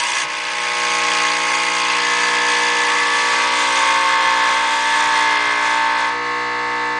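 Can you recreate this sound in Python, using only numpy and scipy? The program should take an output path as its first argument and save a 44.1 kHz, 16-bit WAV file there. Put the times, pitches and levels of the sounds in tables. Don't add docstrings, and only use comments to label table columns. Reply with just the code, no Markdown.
import sys
import numpy as np
from scipy import signal
from scipy.fft import rfft, irfft, next_fast_len
from scipy.io import wavfile
from scipy.ndimage import uniform_filter1d, map_coordinates

SR = 44100
rng = np.random.default_rng(int(sys.argv[2]) if len(sys.argv) > 2 else 0)


def magnitude_from_level(level_db):
    exponent = np.asarray(level_db, float) / 20
    return 10 ** exponent


def transcribe(u):
    v = np.clip(np.atleast_2d(u).T, -1, 1)
    q = np.round(v * 32767).astype(np.int16)
    wavfile.write(sys.argv[1], SR, q)


N = 308259

MAINS_HZ = 60.02
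TOP_HZ = 10120

# [t/s, stage: 0 filling, 1 rising, 2 straining, 3 holding]
PRESSURE = [
    (0, 0),
    (1.8, 0),
    (2.1, 1),
    (3.0, 1),
    (3.9, 2),
    (6.06, 2),
    (6.17, 3),
    (7, 3),
]
# [t/s, f/Hz, level/dB, t60/s]
VALVE = (.245, 150, -38, .15)
# [t/s, level/dB]
EFFORT = [(0.0, -8), (0.2, -7), (0.27, -7), (0.4, -7), (0.8, -0.4), (1.05, 0.5), (1.45, -0.5), (2.35, 1.5),
          (3.0, -0.4), (3.4, 2.5), (3.7, 1.2), (4.0, 1), (4.45, 1.2), (4.8, -1.1), (5.2, 1.5), (5.55, -0.2),
          (5.8, -0.1), (6.1, -0.2)]
# [f/Hz, width/Hz, slack level/dB, tight level/dB]
TRAY = [(2618, 83, 0.5, 1.5), (2863, 233, -2, -0.5), (3210, 134, -3, 1), (3442, 91, -2, 2),
        (3654, 230, -6.5, 0.5), (3980, 61, -4.5, -1.5), (4230, 95, -5, -0.5), (4690, 480, -5, -3.5),
        (5235, 390, -9, -5.5)]
# [f/Hz, width/Hz, level/dB]
SEATED = [(2710, 120, 3), (2876, 88, -0.5), (3480, 100, 0), (3720, 74, 0.5), (4020, 130, 1),
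          (4460, 180, -1.5), (4950, 73, -5.5), (5290, 110, -16), (6030, 140, -9), (6740, 500, -14),
          (3150, 220, -6.5), (7550, 400, -16), (7870, 60, -13), (9000, 1300, -21)]


def unit(x):
    return x / np.sqrt(np.mean(np.abs(x) ** 2) + 1e-20)


def curves(rows, t):
    s, *cols = np.transpose(rows)
    return [np.interp(t, s, c) for c in cols]


def wobble(rate, t, count=1, order=3):
    knots = rng.standard_normal((count, int(N * rate / SR) + 6))
    return np.array([map_coordinates(k, [t * rate], order=order) for k in knots])


def filtered(x, response):
    m = next_fast_len(N + SR // 2)
    return irfft(rfft(x, m) * response(np.fft.rfftfreq(m, 1 / SR)), m)[..., :N]


def resonances(modes, f, tight):
    return np.array([magnitude_from_level(db[-tight]) * 1j * f * w / (c * c - f * f + 1j * f * w) for c, w, *db in modes])


def by_pressure(levels, t):
    return np.interp(curves(PRESSURE, t)[0], np.arange(len(levels)), levels)


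def tightness(t):
    return np.clip((curves(PRESSURE, t)[0] - .5) / 1.5, 0, 1)


def air(t):
    return np.clip((VALVE[0] + .1 - t) / .1, 0, 1)


def play(t):
    # [t/s, level/dB]
    fizz_levels = [(0.0, -27), (0.02, -31), (0.23, -29), (0.27, -44.5), (0.29, -39), (0.82, -30.5),
                   (2.82, -30.5), (2.96, -33), (3.64, -29.5), (4.15, -34.5), (5.18, -33), (5.61, -39.5),
                   (5.66, -35), (5.96, -42.5), (5.99, -37.5), (6.21, -46.5), (6.25, -42.5), (6.99, -44.5)]
    usual_db = -30
    return curves(fizz_levels, t)[0] - usual_db


def pump():
    # [t/s, share of a cycle]
    slips = [
        (2.7, 0.0119),
        (3.22, -0.0114),
        (3.7, 0.0158),
        (4.02, -0.0124),
        (4.399, 0.007),
        (4.7, -0.0121),
        (5.6, 0.0079),
    ]
    slip_s = 0.025
    t = np.arange(int(N / SR * MAINS_HZ) + 3) / MAINS_HZ
    low = hum(t, drift_db=1.1, scatter=.07)
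    high = knock(t, len(low) + 1, drift_db=1.9, dull_hz=5200)
    partials = np.vstack([low, high])
    multiple = np.arange(len(partials)) + 1
    late = sum(share * np.tanh((t - s) / slip_s) / 2 for s, share in slips)
    return strokes(partials * np.exp(-2j * np.pi * np.outer(multiple, late)))


def hum(t, drift_db, scatter):
    # [multiple, filling level/dB, rising level/dB, straining level/dB,
    # holding level/dB]
    overtones = [(1.0, -60.0, -62.5, -55.5, -55.0), (2.0, -72, -66, -56.0, -51),
                 (3.0, -49.0, -50.5, -59.5, -51), (4.0, -64, -50.5, -49.5, -48.5),
                 (5.0, -42, -41.5, -41.5, -39.5), (6.0, -44.5, -47, -50, -45), (7.0, -53, -48, -47, -47),
                 (8.0, -37.0, -33, -43.0, -35.5), (9.0, -41.5, -45.5, -34.5, -51),
                 (10.0, -37.5, -41.5, -39.5, -47), (11.0, -41, -43, -45.5, -43.5),
                 (12.0, -51.5, -50.0, -44.5, -46.5), (13.0, -55, -49, -46.5, -41.5),
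            (14.0, -30, -36, -37.5, -52), (15.0, -33.5, -29.0, -22.5, -29.5),
            (16.0, -37.0, -31, -29.5, -34), (17.0, -50.5, -35, -33.5, -51),
            (18.0, -27.5, -30.0, -26.5, -30.5), (19.0, -37.0, -32.5, -30.5, -34.0),
            (20.0, -51, -47, -39.5, -52), (21.0, -34.5, -35.5, -35.5, -33.5),
            (22.0, -45.5, -40.5, -38.5, -40), (23.0, -41, -45.5, -43.5, -42.0),
            (24.0, -49, -43, -42.5, -48), (25.0, -37.5, -44, -35, -44.5), (26.0, -40, -42.5, -30, -38),
                 (27.0, -35.5, -35, -39, -38.5), (28.0, -50, -30.5, -31.5, -43.5),
             (29.0, -43.5, -26.5, -27.5, -29), (30.0, -42, -37, -42, -38), (31.0, -45.5, -51, -47.5, -48),
             (32.0, -48, -38.5, -35, -47), (33.0, -34.5, -34, -42, -35.0), (34.0, -36.5, -30.5, -30, -35),
             (35.0, -36.5, -38, -32, -34.5), (36.0, -35, -43, -41.5, -53), (37.0, -31.5, -39.5, -43, -45),
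             (38.0, -40, -34.5, -37.5, -38.5), (39.0, -41.5, -49, -46, -51),
             (40.0, -34, -39.5, -40.5, -47.5), (41.0, -33.5, -40.0, -37.5, -48)]
    # [t/s, multiple, level/dB, half length/s]
    swells = [(0.0, 8, -14.5, 0.1), (0.05, 16, 15, 0.15), (0.15, 17, 21.5, 0.5), (1.8, 17, 21, 0.15),
              (2.0, 10, -10.5, 0.65), (3.35, 11, -9, 0.45), (3.517, 15, -4.5, 0.33), (4.1, 14, -15, 0.22),
              (4.1, 17, -4, 0.22), (4.2, 10, -12, 0.27), (4.85, 11, -16, 0.2), (4.9, 6, -14.0, 0.26),
              (5.3, 9, -13.5, 0.69), (5.3, 16, -4.5, 0.22), (5.5, 7, 8, 0.29), (5.503, 15, -9, 0.11),
              (5.75, 8, -16, 0.1),
              (0.75, 35, -5, 0.35), (0.9, 34, -9, 0.15), (1.6, 35, 6, 0.33), (1.8, 37, -7, 0.14),
                    (2.3, 19, -12, 0.26), (3.4, 18, -8.0, 0.32), (3.4, 19, 5, 0.57), (3.65, 29, -11, 0.27),
                    (3.65, 33, -13.0, 0.09), (3.7, 22, -6.5, 0.6), (3.75, 28, -13, 0.58),
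                    (3.85, 34, -7, 0.1), (3.95, 32, -9.5, 0.35), (4.05, 38, -9.0, 0.23),
                    (4.65, 29, -8.5, 0.1), (4.85, 18, -10, 0.17), (4.9, 29, 6, 0.11), (4.95, 24, -15, 0.13),
                    (5.0, 21, -7.5, 0.32), (5.05, 34, -13, 0.1), (5.1, 35, -9.0, 0.077),
                    (5.3, 26, -5, 0.15), (5.4, 29, -6, 0.052), (5.4, 35, 7, 0.2),
              (0.65, 5, -7, 0.23), (1.2, 18, 2, 0.2), (3.3, 5, -5, 0.18), (4.1, 18, 4, 0.37),
                    (4.2, 2, -9, .5), (5.4, 4, -3, 0.3), (5.82, 15, 3.5, 0.1), (5.65, 30, 6, .3),
                    (6.8, 15, 3, 0.18), (5.26, 28, 4.5, .2), (6.3, 18, 4, .12), (6.9, 35, -12, .12),
                    (5.95, 35, -10, .15), (3.15, 29, 2.5, .15)]

    level = np.array([by_pressure(row[1:], t) for row in overtones])
    level += curves(EFFORT, t)[0]
    level += drift_db * wobble(2.29, t, count=len(level))
    for s, multiple, db, half in swells:
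        level[round(multiple) - 1] += db * np.exp(-((t - s) / half) ** 2)
    phase = 2 * np.pi * rng.random((len(level), 1))
    phase = phase + 0.66 * wobble(1.474, t, count=len(level))
    unsteady = scatter + .35 * air(t)
    jitter = rng.standard_normal(level.shape) + 1j * rng.standard_normal(level.shape)
    return magnitude_from_level(level) * np.exp(1j * phase) * (1 + unsteady * jitter)


def knock(t, first, drift_db, dull_hz):
    # [filling level/dB, rising level/dB, straining level/dB, holding level/dB]
    stop_db = (-26.5, -27, -26.5, -30.5)
    order = np.arange(first, int(TOP_HZ / MAINS_HZ))[:, None]
    hz = order * MAINS_HZ
    slack, tight = (resonances(TRAY, hz, k).sum(0) / (1 + (hz / dull_hz) ** 8) for k in (0, 1))
    body = slack + tightness(t) * (tight - slack)
    seated = 1.34 * resonances(SEATED, hz, 0).sum(0) / (1 + (hz / 7600) ** 8)
    body = body + by_pressure((0, 0, 0, 1), t) * (seated - body)
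    path_gain = magnitude_from_level(drift_db * wobble(1.15, t, count=len(hz)))
    path_phase = by_pressure((1.2, 1.3, 1.5, 2.6), t) * wobble(0.914, t, count=len(hz))
    paths = path_gain * np.exp(1j * path_phase)
    blow = body * paths * np.exp(-2j * np.pi * order * 0.0811)
    level_db = by_pressure(stop_db, t) + 0.55 * curves(EFFORT, t)[0] + 0.51 * play(t)
    return unit(blow) / np.sqrt(len(hz)) * magnitude_from_level(level_db)


def strokes(partials):
    size = 4096
    shapes = irfft(np.pad(partials, ((1, 0), (0, 0))), size, axis=0) * size / np.sqrt(2)
    cycle = np.arange(N) / SR * MAINS_HZ
    return map_coordinates(shapes, [cycle % 1 * size, cycle], order=1, mode="grid-wrap")


def rattle():
    # [f/Hz, width/Hz, slack level/dB, tight level/dB]
    panel_modes = [(152, 70, -20.5, -18.5), (319, 58, -14.5, -14.5), (508, 65, -14.5, -14),
                   (600, 230, -14, -16.5), (804, 85, -12.5, -13.5), (934, 132, -5.5, -6),
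                   (1092, 54, -2.5, -3), (1272, 90, -6.5, -6), (1570, 140, -6, -8), (1719, 70, -1.5, -2),
                   (2030, 180, -2, -4.5), (2252, 78, -7, -7), (2453, 91, -3.5, -7.5)]
    grille_modes = [(5790, 420, -1.5, -5), (6120, 94, 1.5, -2.5), (6555, 360, -1, -4),
                    (7060, 100, -4.5, -3), (7670, 910, -5, -7.5), (8260, 81, -1, -3),
                    (8640, 600, -10.5, -11.5), (9160, 115, -2.5, -8), (9570, 680, -8.5, -12)]
    # [f/Hz, width/Hz, level/dB]
    cup_modes = [(4730, 200, -1.5), (6630, 670, -4.5)]
    # [filling level/dB, rising level/dB, straining level/dB, holding level/dB]
    panel_stages = (-24, -23.5, -21.5, -27.5)
    tray_stages = (-26, -26, -27, -35.5)
    grille_stages = (-30.5, -30.5, -30, -37)
    cup_stages = (-33, -32.5, -47, -56)

    t = np.arange(N) / SR
    shiver, own = wobble(18, t, count=2, order=1)
    sway = wobble(6, t, count=3)

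    panel_db = by_pressure(panel_stages, t) + 0.6 * play(t) + 0.83 * air(t)
    panel_db = panel_db + 1.45 * shiver + 1.2 * sway[0]
    panels = magnitude_from_level(panel_db) * chatter(panel_modes, fall_db=-6.5, lumps_db=0.0, lag=0)

    tray_db = by_pressure(tray_stages, t) + 0.6 * play(t) + 0.59 * air(t)
    tray_db = tray_db + 0.71 * shiver + 0.51 * sway[1]
    tray = magnitude_from_level(tray_db) * chatter(TRAY, fall_db=-8.5, lumps_db=-1.0, lag=0.2)

    fizz_db = by_pressure(grille_stages, t) + play(t) + 1.7 * air(t)
    fizz_db = fizz_db + 0.59 * shiver + 0.76 * own + 0.91 * sway[2]
    grille = magnitude_from_level(fizz_db) * chatter(grille_modes, fall_db=-7.0, lumps_db=0.2, lag=0.35)

    cup_db = by_pressure(cup_stages, t) + 1.7 * play(t) - 8 * air(t) + 1.3 * own
    cup = magnitude_from_level(cup_db) * chatter(cup_modes, fall_db=-22.5, lumps_db=-1.0, lag=0)

    seated_gain = magnitude_from_level(-43.5 + .8 * shiver) * by_pressure((0, 0, 0, 1), t)
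    seated = seated_gain * chatter(SEATED, fall_db=2, lumps_db=4.5, lag=0)
    return panels + tray + grille + cup + seated


def chatter(modes, fall_db, lumps_db, lag):
    t = np.arange(N) / SR
    share = tightness(t)
    since_stroke = (MAINS_HZ * t - lag * share - .05) % 1
    burst = uniform_filter1d(magnitude_from_level(fall_db * since_stroke), size=60)
    contacts = rng.standard_normal(N) * burst * magnitude_from_level(lumps_db * wobble(400, t, order=1)[0])
    grid_hz = np.arange(1, SR // 2, 5)
    colours = [np.sum(np.abs(resonances(modes, grid_hz, k)) ** 3, 0) ** (1 / 2) for k in (0, 1)]
    slack, tight = filtered(contacts, lambda f: np.array([np.interp(f, grid_hz, c) for c in colours]))
    return (1 - share) * unit(slack) + share * unit(tight)


def valve():
    s, hz, db, t60 = VALVE
    t = np.clip(np.arange(N) / SR - s, 0, None)
    return magnitude_from_level(db - 60 * t / t60) * (1 - np.exp(-t / 0.005)) * np.sin(2 * np.pi * hz * t)


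def kitchen():
    # [f/Hz, level per Hz/dB]
    room_colour = [(15, -7), (40, -10), (90, -12.5), (300, -8.5), (900, -3.5), (2000, -8.5), (5000, -28.5),
                   (10000, -39)]
    f, db = np.transpose(room_colour)
    colour = lambda hz: magnitude_from_level(np.interp(np.log(hz + 1), np.log(f + 1), db))
    return magnitude_from_level(-47.5) * unit(filtered(rng.standard_normal(N), colour))


def scene():
    return (pump() + rattle() + valve() + kitchen())[None]


def starved(x, from_hz, odds, drop_db):
    hz, _, z = signal.stft(x, SR, nperseg=256)
    field = uniform_filter1d(rng.standard_normal(z.shape[1:]), size=5, axis=0)
    field = uniform_filter1d(field, size=5, axis=1)
    loud = uniform_filter1d(np.log(np.abs(z[0]) + 1e-9), size=5, axis=0)
    surge = loud - uniform_filter1d(loud, size=12, axis=1)
    field = unit(field) - .7 * unit(surge)
    reach = np.clip(hz / from_hz - 1, 0, .35)[:, None]
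    holes = (unit(field) + reach > odds) & (reach > 0)
    return signal.istft(z * magnitude_from_level(drop_db * holes), SR, nperseg=256)[1][:, :N]


def low_pass(x):
    return signal.sosfilt(signal.butter(12, 10820, fs=SR, output="sos"), x)


def record(dry):
    heard = starved(dry, from_hz=4300, odds=1.5, drop_db=-22)
    heard = heard * np.clip((N - np.arange(N)) / (.002 * SR), 0, 1)
    mix = filtered(heard, lambda hz: hz < TOP_HZ)
    return low_pass(mix)


dry = scene()
out = record(dry)
transcribe(out)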